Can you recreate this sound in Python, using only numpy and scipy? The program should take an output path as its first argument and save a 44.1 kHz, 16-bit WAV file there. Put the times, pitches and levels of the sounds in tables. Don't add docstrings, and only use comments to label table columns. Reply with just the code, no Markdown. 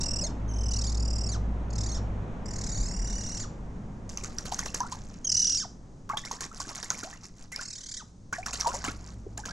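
import sys
import numpy as np
from scipy import signal
from scipy.fft import rfft, irfft, next_fast_len
from scipy.io import wavfile
from scipy.ndimage import uniform_filter1d, map_coordinates

SR = 44100
rng = np.random.default_rng(int(sys.argv[2]) if len(sys.argv) > 2 else 0)


def dump(signal):
    limited = np.clip(np.atleast_2d(signal).T, -1, 1)
    pcm = np.round(limited * 32767).astype(np.int16)
    wavfile.write(sys.argv[1], SR, pcm)


N = 419832
TOP_HZ = 15800


def amp(db):
    return 10 ** (np.asarray(db) / 20)


def unit(x):
    return x / np.sqrt(np.mean(x ** 2) + 1e-20)


def along(points, hz):
    f, v = np.transpose(points)
    return np.interp(np.log(hz + 1), np.log(f + 1), v)


def curves(rows, t):
    s, *cols = np.transpose(rows)
    return [np.interp(t, s, c) for c in cols]


def wobble(rate, size=N):
    knots = rng.standard_normal(int(size * rate / SR) + 4)
    return map_coordinates(knots, [np.arange(size) * rate / SR])


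def add(track, s, x):
    i = max(0, round(s * SR))
    track[i:i + len(x)] += x[:max(0, len(track) - i)]


def filtered(x, response):
    n = x.shape[-1]
    m = next_fast_len(n + SR // 4)
    return irfft(rfft(x, m) * response(np.fft.rfftfreq(m, 1 / SR)), m)[..., :n]


def coloured(x, spectrum, size=1024):
    cepstrum = irfft(np.log(amp(along(spectrum, np.fft.rfftfreq(size, 1 / SR)))))
    cepstrum[1:size // 2] *= 2
    cepstrum[size // 2 + 1:] = 0
    pulse = irfft(np.exp(rfft(cepstrum)))
    return signal.fftconvolve(x, pulse / np.linalg.norm(pulse))[:N]


# frequency in Hz, left-right correlation (1 = identical).
STEREO_LIKENESS = [(100, 0.99), (490, 0.87), (1500, 0.06), (6000, 0.96), (12000, 0.51)]


def diffuse(gain, size=N):
    turn = lambda hz: np.arccos(np.clip(along(STEREO_LIKENESS, hz), -1, 1)) / 2
    shares = lambda hz: np.array([np.cos(turn(hz)), np.sin(turn(hz))])
    mid, side = filtered(rng.standard_normal((2, size)), lambda hz: gain(hz) * shares(hz))
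    return unit(np.array([mid + side, mid - side]))


# first beat in seconds, last beat in seconds, beats between, open beak's resonance in Hz,
# its height in dB, low rattle in dB relative to the voice, extra level sent to the walls in dB.
BEGGING_CALLS = [(0.01, 0.267, 10, 5300, 0, -26.5, -1.5), (0.488, 1.318, 32, 5000, 1.5, -33, 1.5),
                 (1.706, 1.945, 9, 5940, 2.5, -18, 2.5), (2.46, 3.399, 35, 6980, 4.5, -11.5, 6.5),
                 (5.248, 5.598, 14, 5700, 7, -30, 3.5), (7.631, 7.969, 13, 5450, -2, -16.5, 5)]
# time in seconds, crest pitch in Hz, trough pitch in Hz, voiced share of a beat, level in dB.
CALL_COURSES = [
    [(.01, 2850, 1957, 0.73, -34.5), (.11, 2876, 2620, 0.53, -34.5), (.215, 2880, 2400, 0.68, -35),
     (.248, 2210, 2114, 1, -32), (.275, 1850, 1760, 0.48, -41.5)],
    [(.49, 3216, 2873, 0.94, -51), (.685, 3086, 2540, 0.54, -40.5), (.735, 3050, 2080, 0.7, -35),
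     (.82, 2720, 1660, 0.54, -37.5), (.88, 2236, 1730, 1, -37.5), (.92, 2623, 1830, 0.54, -43),
     (1.07, 2920, 2507, 0.47, -41.5), (1.27, 2780, 2415, 0.62, -39), (1.32, 2144, 2010, 0.84, -38.5)],
    [(1.708, 2746, 2196, 0.38, -53), (1.785, 2735, 1890, 0.51, -40), (1.945, 2067, 1608, 0.95, -40.5)],
    [(2.46, 3010, 2566, 0.47, -47.5), (2.62, 2823, 1920, 0.47, -41), (2.76, 2220, 1820, 0.87, -38.5),
     (2.9, 2770, 2136, 0.85, -41.5), (3.03, 2916, 2450, 0.62, -43), (3.08, 2940, 1898, 0.85, -40.5),
     (3.35, 2887, 1877, 0.95, -40), (3.405, 2670, 1750, 0.68, -38)],
    [(5.249, 3270, 3250, 0.56, -32), (5.32, 3043, 2200, 0.46, -26), (5.39, 2997, 1868, 0.84, -24.5),
     (5.56, 2850, 1514, 0.99, -27.5), (5.612, 1975, 1462, 1, -32)],
    [(7.633, 2854, 2330, 0.53, -43.5), (7.74, 2616, 1750, 0.64, -41.5), (7.81, 1892, 1395, 0.58, -47),
     (7.92, 2500, 1640, 0.65, -40.5), (7.97, 2216, 1716, 0.54, -39.5)],
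]


def magpie(lead_s=0.0089):
    direct, sent = np.zeros((2, N))
    for call_row, course in zip(BEGGING_CALLS, CALL_COURSES):
        first, last, count, gape_hz, gape_db, rattle_db, sent_db = call_row
        t = np.arange(first - lead_s, last + SLUR_S, 1 / SR)
        call = begging(t, trill(t, first, last, count, course), gape_hz, gape_db, rattle_db)
        add(direct, t[0], call)
        add(sent, t[0], amp(sent_db) * call)
    return direct, sent


HURRY, SETTLE_S, PACE_POWER = .1, 0.174, 0.115
SLUR_S, SLUR_OCTAVES, SLUR_BEND, SLUR_FADE_DB = .062, 1.5, 1.7, 10


def trill(t, first, last, count, course):
    crest_hz, trough_hz, voiced, level_db = curves(course, t)
    pace = (1 + HURRY * np.exp((first - t) / SETTLE_S)) * crest_hz ** PACE_POWER
    beats = np.cumsum(pace)
    start, end = np.interp([first, last], t, beats)
    count = round(count)
    beats = count * (beats - start) / (end - start)
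    beats = np.where(t < last, beats, count + .5 * np.tanh(2 * (beats - count)))
    slur = np.clip((t - last) / SLUR_S, 0, 1) ** SLUR_BEND
    sink = 2 ** (-SLUR_OCTAVES * slur)
    return beats, crest_hz * sink, trough_hz * sink, voiced, level_db - SLUR_FADE_DB * slur


# frequency in Hz, relative gain in dB.
BEAK_GAIN = [(700, -7), (1500, 2.5), (2400, -12.5), (3000, 0.5), (4000, 3), (5700, 12.5), (7300, 9.5),
             (8800, -8.5), (10000, -11.5), (11000, -43.5), (15000, -39)]
# frequency in Hz, relative level in dB per Hz.
RATTLE_SPECTRUM = [(1100, -23), (1490, 0), (2150, 0.5), (3000, -31.5)]


def begging(t, controls, gape_hz, gape_db, rattle_db, gape_width_hz=1100, jitter=0.024, uneven=0.012,
            slack_db=-24, rasp_db=-19, split_db=-1, thinning_db=-10, fall=0.14, climb=.25, knee=2.6,
            lead=0.089, whistle_hz=2980, whistle_db=-25):
    beats, crest_hz, trough_hz, voiced, level_db = controls
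    around = lambda centre: (beats - centre + .5) % 1 - .5
    dip_width = np.where(around(0) < 0, fall, climb)
    dip = np.exp(-np.abs(around(0) / dip_width) ** knee)
    strain = dip * np.abs(1 - trough_hz / crest_hz)
    slack = np.exp((t - t[-1]) / 0.017)

    pitch = crest_hz + (trough_hz - crest_hz) * dip * (1 + .17 * wobble(40, len(t)))
    fraying = jitter * (.5 + dip + 6 * slack) * wobble(1500, len(t))
    pitch = pitch * (1 + uneven * wobble(45, len(t)) + fraying)
    phase = 2 * np.pi * np.cumsum(pitch) / SR

    def tract_db(hz):
        return along(BEAK_GAIN, hz) + gape_db * np.exp(-((hz - gape_hz) / gape_width_hz) ** 2)

    def partial(k):
        gain = amp(tract_db(k * pitch) + slack_db * slack * np.log2(k))
        return gain * np.sin(k * phase) * (k * pitch < TOP_HZ)

    split = amp(split_db) * strain * sum(partial(k + .5) * wobble(300, len(t)) for k in range(2, 5))
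    lowest = amp(thinning_db * dip) * partial(0.98)
    voice = unit(lowest + sum(partial(k) for k in range(2, 10)) + split)
    noise = lambda db: unit(filtered(rng.standard_normal(len(t)), lambda hz: amp(db(hz))))
    rattle = amp(rattle_db) * noise(lambda hz: along(RATTLE_SPECTRUM, hz))
    voice = voice + np.sqrt(dip) * (rattle + amp(rasp_db) * noise(tract_db))
    opening = np.exp(-(2 * around(voiced / 2 - lead) / voiced) ** 4)
    voice = voice * opening * amp(2 * wobble(60, len(t)))
    power = np.abs(uniform_filter1d(voice ** 2, size=1150))
    whistle = np.exp(-((crest_hz - whistle_hz) / 130) ** 2 - (around(1 / 2) / climb) ** 2)
    whistle = whistle * np.sin(2 * np.pi * np.cumsum(crest_hz) / SR)
    fade = np.clip(np.minimum(t - t[0], t[-1] - t) / 0.0018, 0, 1)
    return (voice / np.sqrt(power + 1e-9) + amp(whistle_db) * whistle) * fade * amp(level_db)


# time in seconds, spray in dB, slosh in dB, both before colouring.
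WING_STROKES = [(4.092, -45, -65), (4.171, -48, -48), (4.235, -41, -48.5), (4.381, -44, -50),
                (4.453, -39.5, -51), (4.518, -38, -58), (4.587, -40, -40.5), (4.659, -37.5, -42.5),
                (4.743, -36, -41.5), (4.917, -41, -55.5), (6.092, -49.5, -42.5), (6.17, -38.5, -43),
                (6.249, -43, -48.5), (6.312, -39.5, -52), (6.406, -36.5, -45), (6.6, -38.5, -48),
                (6.69, -44, -52), (6.749, -38, -51.5), (6.828, -36.5, -47), (6.903, -41, -40.5),
                (6.982, -42, -53.5), (7.033, -40, -46), (7.518, -43, -53), (7.611, -44, -56),
                (8.326, -41.5, -38.5), (8.46, -39.5, -40), (8.531, -33, -46), (8.597, -34.5, -45),
                (8.668, -35.5, -42.5), (8.74, -39, -51.5), (8.841, -37.5, -34.5), (9.374, -45, -43.5),
                (9.454, -43, -41.5)]
# time in seconds, relative level in dB.
DROP_SMACKS = [(4.174, -12.5), (4.385, -9.5), (4.545, -12.5), (4.5923, -8.5), (4.6592, -18), (4.747, -11),
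               (4.805, -12), (6.317, -14.5), (6.6014, -22), (6.9036, -4.5), (7.5616, -9.5), (8.4637, -12.5),
               (8.61, -5), (8.751, -20), (9.377, -18), (9.459, -20)]
# frequency in Hz, relative level in dB per Hz.
SPRAY_SPECTRUM = [(1500, -29.5), (4000, -15), (5600, -6), (7200, -4), (8500, -14.5), (12300, -22.5),
                  (15500, -47)]
# frequency in Hz, relative level in dB per Hz.
SLOSH_SPECTRUM = [(250, 2.5), (550, -12.5), (1100, -8.5), (2500, -10.5), (7000, -25)]


def splashes(swell_s=0.0004, slap_s=0.0091, spray_s=0.022, slosh_s=0.012, fall_s=0.1,
             smack_db=-3.0, crack_db=19, thud_db=22, ticks_db=-15, laps_db=-18):
    cracks, thuds, spray, slosh, thrown = np.zeros((5, N))
    t = np.arange(SR // 2) / SR
    swell = 1 - np.exp(-t / swell_s)
    for s, spray_db, slosh_db in WING_STROKES:
        slap = swell * np.exp(-t / slap_s) * rng.standard_normal(len(t))
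        slap = slap / np.linalg.norm(slap)
        add(cracks, s, amp(spray_db + crack_db) * slap)
        add(thuds, s, amp(slosh_db + thud_db) * slap)
        add(spray, s, amp(spray_db) * swell * np.exp(-t / spray_s))
        add(slosh, s, amp(slosh_db) * swell * np.exp(-t / slosh_s))
        add(thrown, s, amp(spray_db) ** 2 * np.exp(-t / fall_s))
    for s, db in DROP_SMACKS:
        add(cracks, s, amp(db + smack_db) * smack(t))
    fizz = grains(rate=2000, hz=5800, spread=.5, cycles=2, scatter_db=6, size=128)
    churn = grains(rate=1800, hz=1750, spread=.6, cycles=2.6, scatter_db=4, size=280)
    ticks = grains(rate=1600, hz=5400, spread=.45, cycles=2, scatter_db=7, size=100)
    thrown = thrown * amp(10 * wobble(20))
    landing = np.sqrt(thrown)
    fine = cracks + spray * fizz + amp(ticks_db) * landing * ticks
    coarse = thuds + slosh * churn + amp(laps_db) * landing * churn
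    return coloured(fine, SPRAY_SPECTRUM) + coloured(coarse, SLOSH_SPECTRUM)


def smack(t, smack_hz=6200, ring_s=0.0013, click=1.0):
    ring_hz = smack_hz * (1 + .1 * rng.standard_normal())
    ring = np.exp(-t / ring_s) * np.sin(2 * np.pi * ring_hz * t)
    return ring / np.linalg.norm(ring) + click * (t == 0)


def grains(rate, hz, spread, cycles, scatter_db, size):
    u = rng.random((int(rate * N / SR), 2))
    pitch = np.minimum(hz * np.exp(spread * rng.standard_normal((len(u), 1))), TOP_HZ)
    age = pitch * np.arange(size) / SR / cycles
    strength = amp(scatter_db * np.minimum(-np.log(u[:, 1:]), np.pi))
    rise = 1 + 0.045 * np.minimum(age, np.pi)
    rings = strength * (np.exp(-age) - np.exp(-6 * age)) * np.sin(2 * np.pi * cycles * age * rise)
    at = (u[:, :1] * N).astype(int) + np.arange(size)
    return unit(np.bincount(at.ravel(), rings.ravel(), N)[:N])


# time in seconds, starting pitch in Hz, level in dB before its swell, life in seconds.
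AIR_POCKETS = [(.231, 546, -32, 0.034), (4.521, 810, -18, 0.0087), (4.804, 920, -19.5, 0.027),
               (4.922, 946, -27.5, 0.022), (6.098, 1104, -20, 0.023), (6.133, 803, -28, 0.037),
               (6.172, 3190, -15.5, 0.0066), (6.312, 910, -17, 0.0053), (6.603, 1000, -18, 0.0043),
               (7.03, 1320, -27.5, 0.0096), (7.128, 1780, -39, 0.023), (7.523, 2030, -36.5, 0.068),
               (7.592, 1390, -28, 0.017), (8.327, 1377, -20.5, 0.018), (8.463, 1320, -19, 0.0065),
               (8.646, 1010, -24, 0.016), (8.66, 892, -18.5, 0.053), (8.717, 1280, -28.5, 0.011),
               (8.739, 524, -35.5, 0.05), (9.265, 372, -28, 0.013)]
SHED_DB, SHED_DELAY_S, SHED_SPREAD = -10, 0.02, 0.248


def gulps(count=3, plop_hz=1500, plop_octaves=.55, plop_life_s=0.016, plop_delay_s=.03, plop_db=8):
    out = np.zeros(N)
    for s, hz, db, life in AIR_POCKETS:
        add(out, s, amp(db) * bubble(hz, life))
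        for _ in range(count):
            delay = rng.exponential(SHED_DELAY_S)
            shed_hz = hz * 2 ** (SHED_SPREAD * rng.standard_normal())
            add(out, s + delay, amp(db + SHED_DB) * bubble(shed_hz, life / 2))
    for s, _, slosh_db in WING_STROKES:
        for size in 2 ** (plop_octaves * rng.standard_normal(count)):
            plop = bubble(plop_hz / size, plop_life_s * size)
            add(out, s + rng.exponential(plop_delay_s), amp(slosh_db + plop_db) * plop)
    return out


GULP_RISE_OCTAVES = 0.27


def bubble(hz, life):
    t = np.arange(SR // 10) / SR
    rise = 2 ** (GULP_RISE_OCTAVES * np.minimum(t / life, 2))
    pitch = hz * rise * (1 + 0.032 * wobble(550, len(t)))
    swell = (1 - np.exp(-t / .0015)) * np.exp(-(2 * t / life) ** 1.3)
    return swell * np.sin(2 * np.pi * np.cumsum(pitch) / SR)


# frequency in Hz, relative level in dB, time to fall 60 dB in seconds.
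DISH_MODES = [(772.5, 4, 0.23), (1137, 4.5, 0.28), (1716, -4.5, 0.4), (2050, -3, 0.14)]


def dish(water):
    t = np.arange(SR // 2) / SR
    ring = sum(amp(db - 60 * t / t60) * np.sin(2 * np.pi * hz * t) for hz, db, t60 in DISH_MODES)
    return amp(-26.5) * signal.fftconvolve(water, ring / np.linalg.norm(ring))[:N]


def walls(x, t60=0.31, wet_db=-14):
    t = np.arange(SR // 2) / SR
    tail = diffuse(np.ones_like, len(t)) * amp(-60 * t / t60) * (1 - np.exp(-t / 0.00056))
    return amp(wet_db) * signal.fftconvolve(x[None], tail / np.linalg.norm(tail[0]), axes=1)[:, :N]


# time in seconds, throb in dB, roar in dB before roar_gain_db.
ENGINE_COURSE = [(0.0, -34, -41.5), (0.38, -35.5, -42.5), (1.0, -28.5, -42.5), (2.2, -35, -41.5),
                 (3.9, -48.5, -46), (7.9, -63.5, -58), (8.8, -46, -51.5), (9.52, -45.5, -51.5)]
# centre in Hz, width in Hz, relative level in dB.
UPPER_ORDERS = [(104.95, 13.3, 2), (173.6, 17, -13.5)]
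# frequency in Hz, relative level in dB per Hz.
ROAR_SPECTRUM = [(22, 6.5), (70, -6.5), (200, -1), (350, -12.5), (950, -19.5), (1700, -29), (4000, -45),
                 (10000, -99)]


def engine(throb_hz=55.9, orders_db=-1.5, roar_gain_db=6.0, dull_hz=420, dulling=0.48):
    t = np.arange(N) / SR
    throb_db, roar_db = curves(ENGINE_COURSE, t)
    throb = unit(np.sin(2 * np.pi * throb_hz * t + wobble(4)) * amp(2.4 * wobble(6.1)))
    orders = diffuse(lambda hz: sum(amp(db) / np.sqrt(width) / (1 + (2 * (hz - centre) / width) ** 2)
                                    for centre, width, db in UPPER_ORDERS))
    roar = diffuse(lambda hz: amp(along(ROAR_SPECTRUM, hz)))
    top = filtered(roar, lambda hz: 1 - 1 / (1 + (hz / dull_hz) ** 4))
    roar = roar + top * (amp(dulling * (roar_db - roar_db.max()) + 2) - 1)
    orders = amp((throb_db + roar_db) / 2 + orders_db) * orders
    return amp(throb_db) * throb + orders + amp(roar_db + roar_gain_db) * roar


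def rumble(peak_s=2.79, hz=42, width_hz=8, db=-31, rise_s=.1, fall_s=0.46):
    age = np.arange(N) / SR - peak_s
    swell = np.exp(np.minimum(age / rise_s, -age / fall_s))
    return amp(db) * swell * diffuse(lambda f: np.exp(-((f - hz) / width_hz) ** 2))


# frequency in Hz, relative level in dB per Hz.
HISS_SPECTRUM = [(900, -29), (3200, -8.5), (6500, 2), (8000, -6), (10500, -18), (14000, -65)]


def garden_hiss(hiss_db=-70):
    return amp(hiss_db) * diffuse(lambda hz: amp(along(HISS_SPECTRUM, hz)))


# frequency in Hz, lead of the left in radians.
LEFT_LEAD = [(700, -0.45), (3500, -1.6), (4500, -0.18)]
# frequency in Hz, left minus right in dB.
LEFT_LEAN = [(1000, 0), (5500, -3.5), (11000, 5)]


def scene():
    water = splashes() + gulps()
    water = water + dish(water)
    calls, calls_to_walls = magpie()

    def ports(hz):
        turn = np.exp(.5j * along(LEFT_LEAD, hz) * np.array([[1], [-1]]))
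        return turn * amp(along(LEFT_LEAN, hz) * np.array([[.5], [-.5]]))

    near = filtered(water + calls, ports) + walls(water + calls_to_walls)
    return near + engine() + rumble() + garden_hiss()


def record(dry):
    return filtered(dry, lambda hz: hz < TOP_HZ)


dry = scene()
out = record(dry)
dump(out)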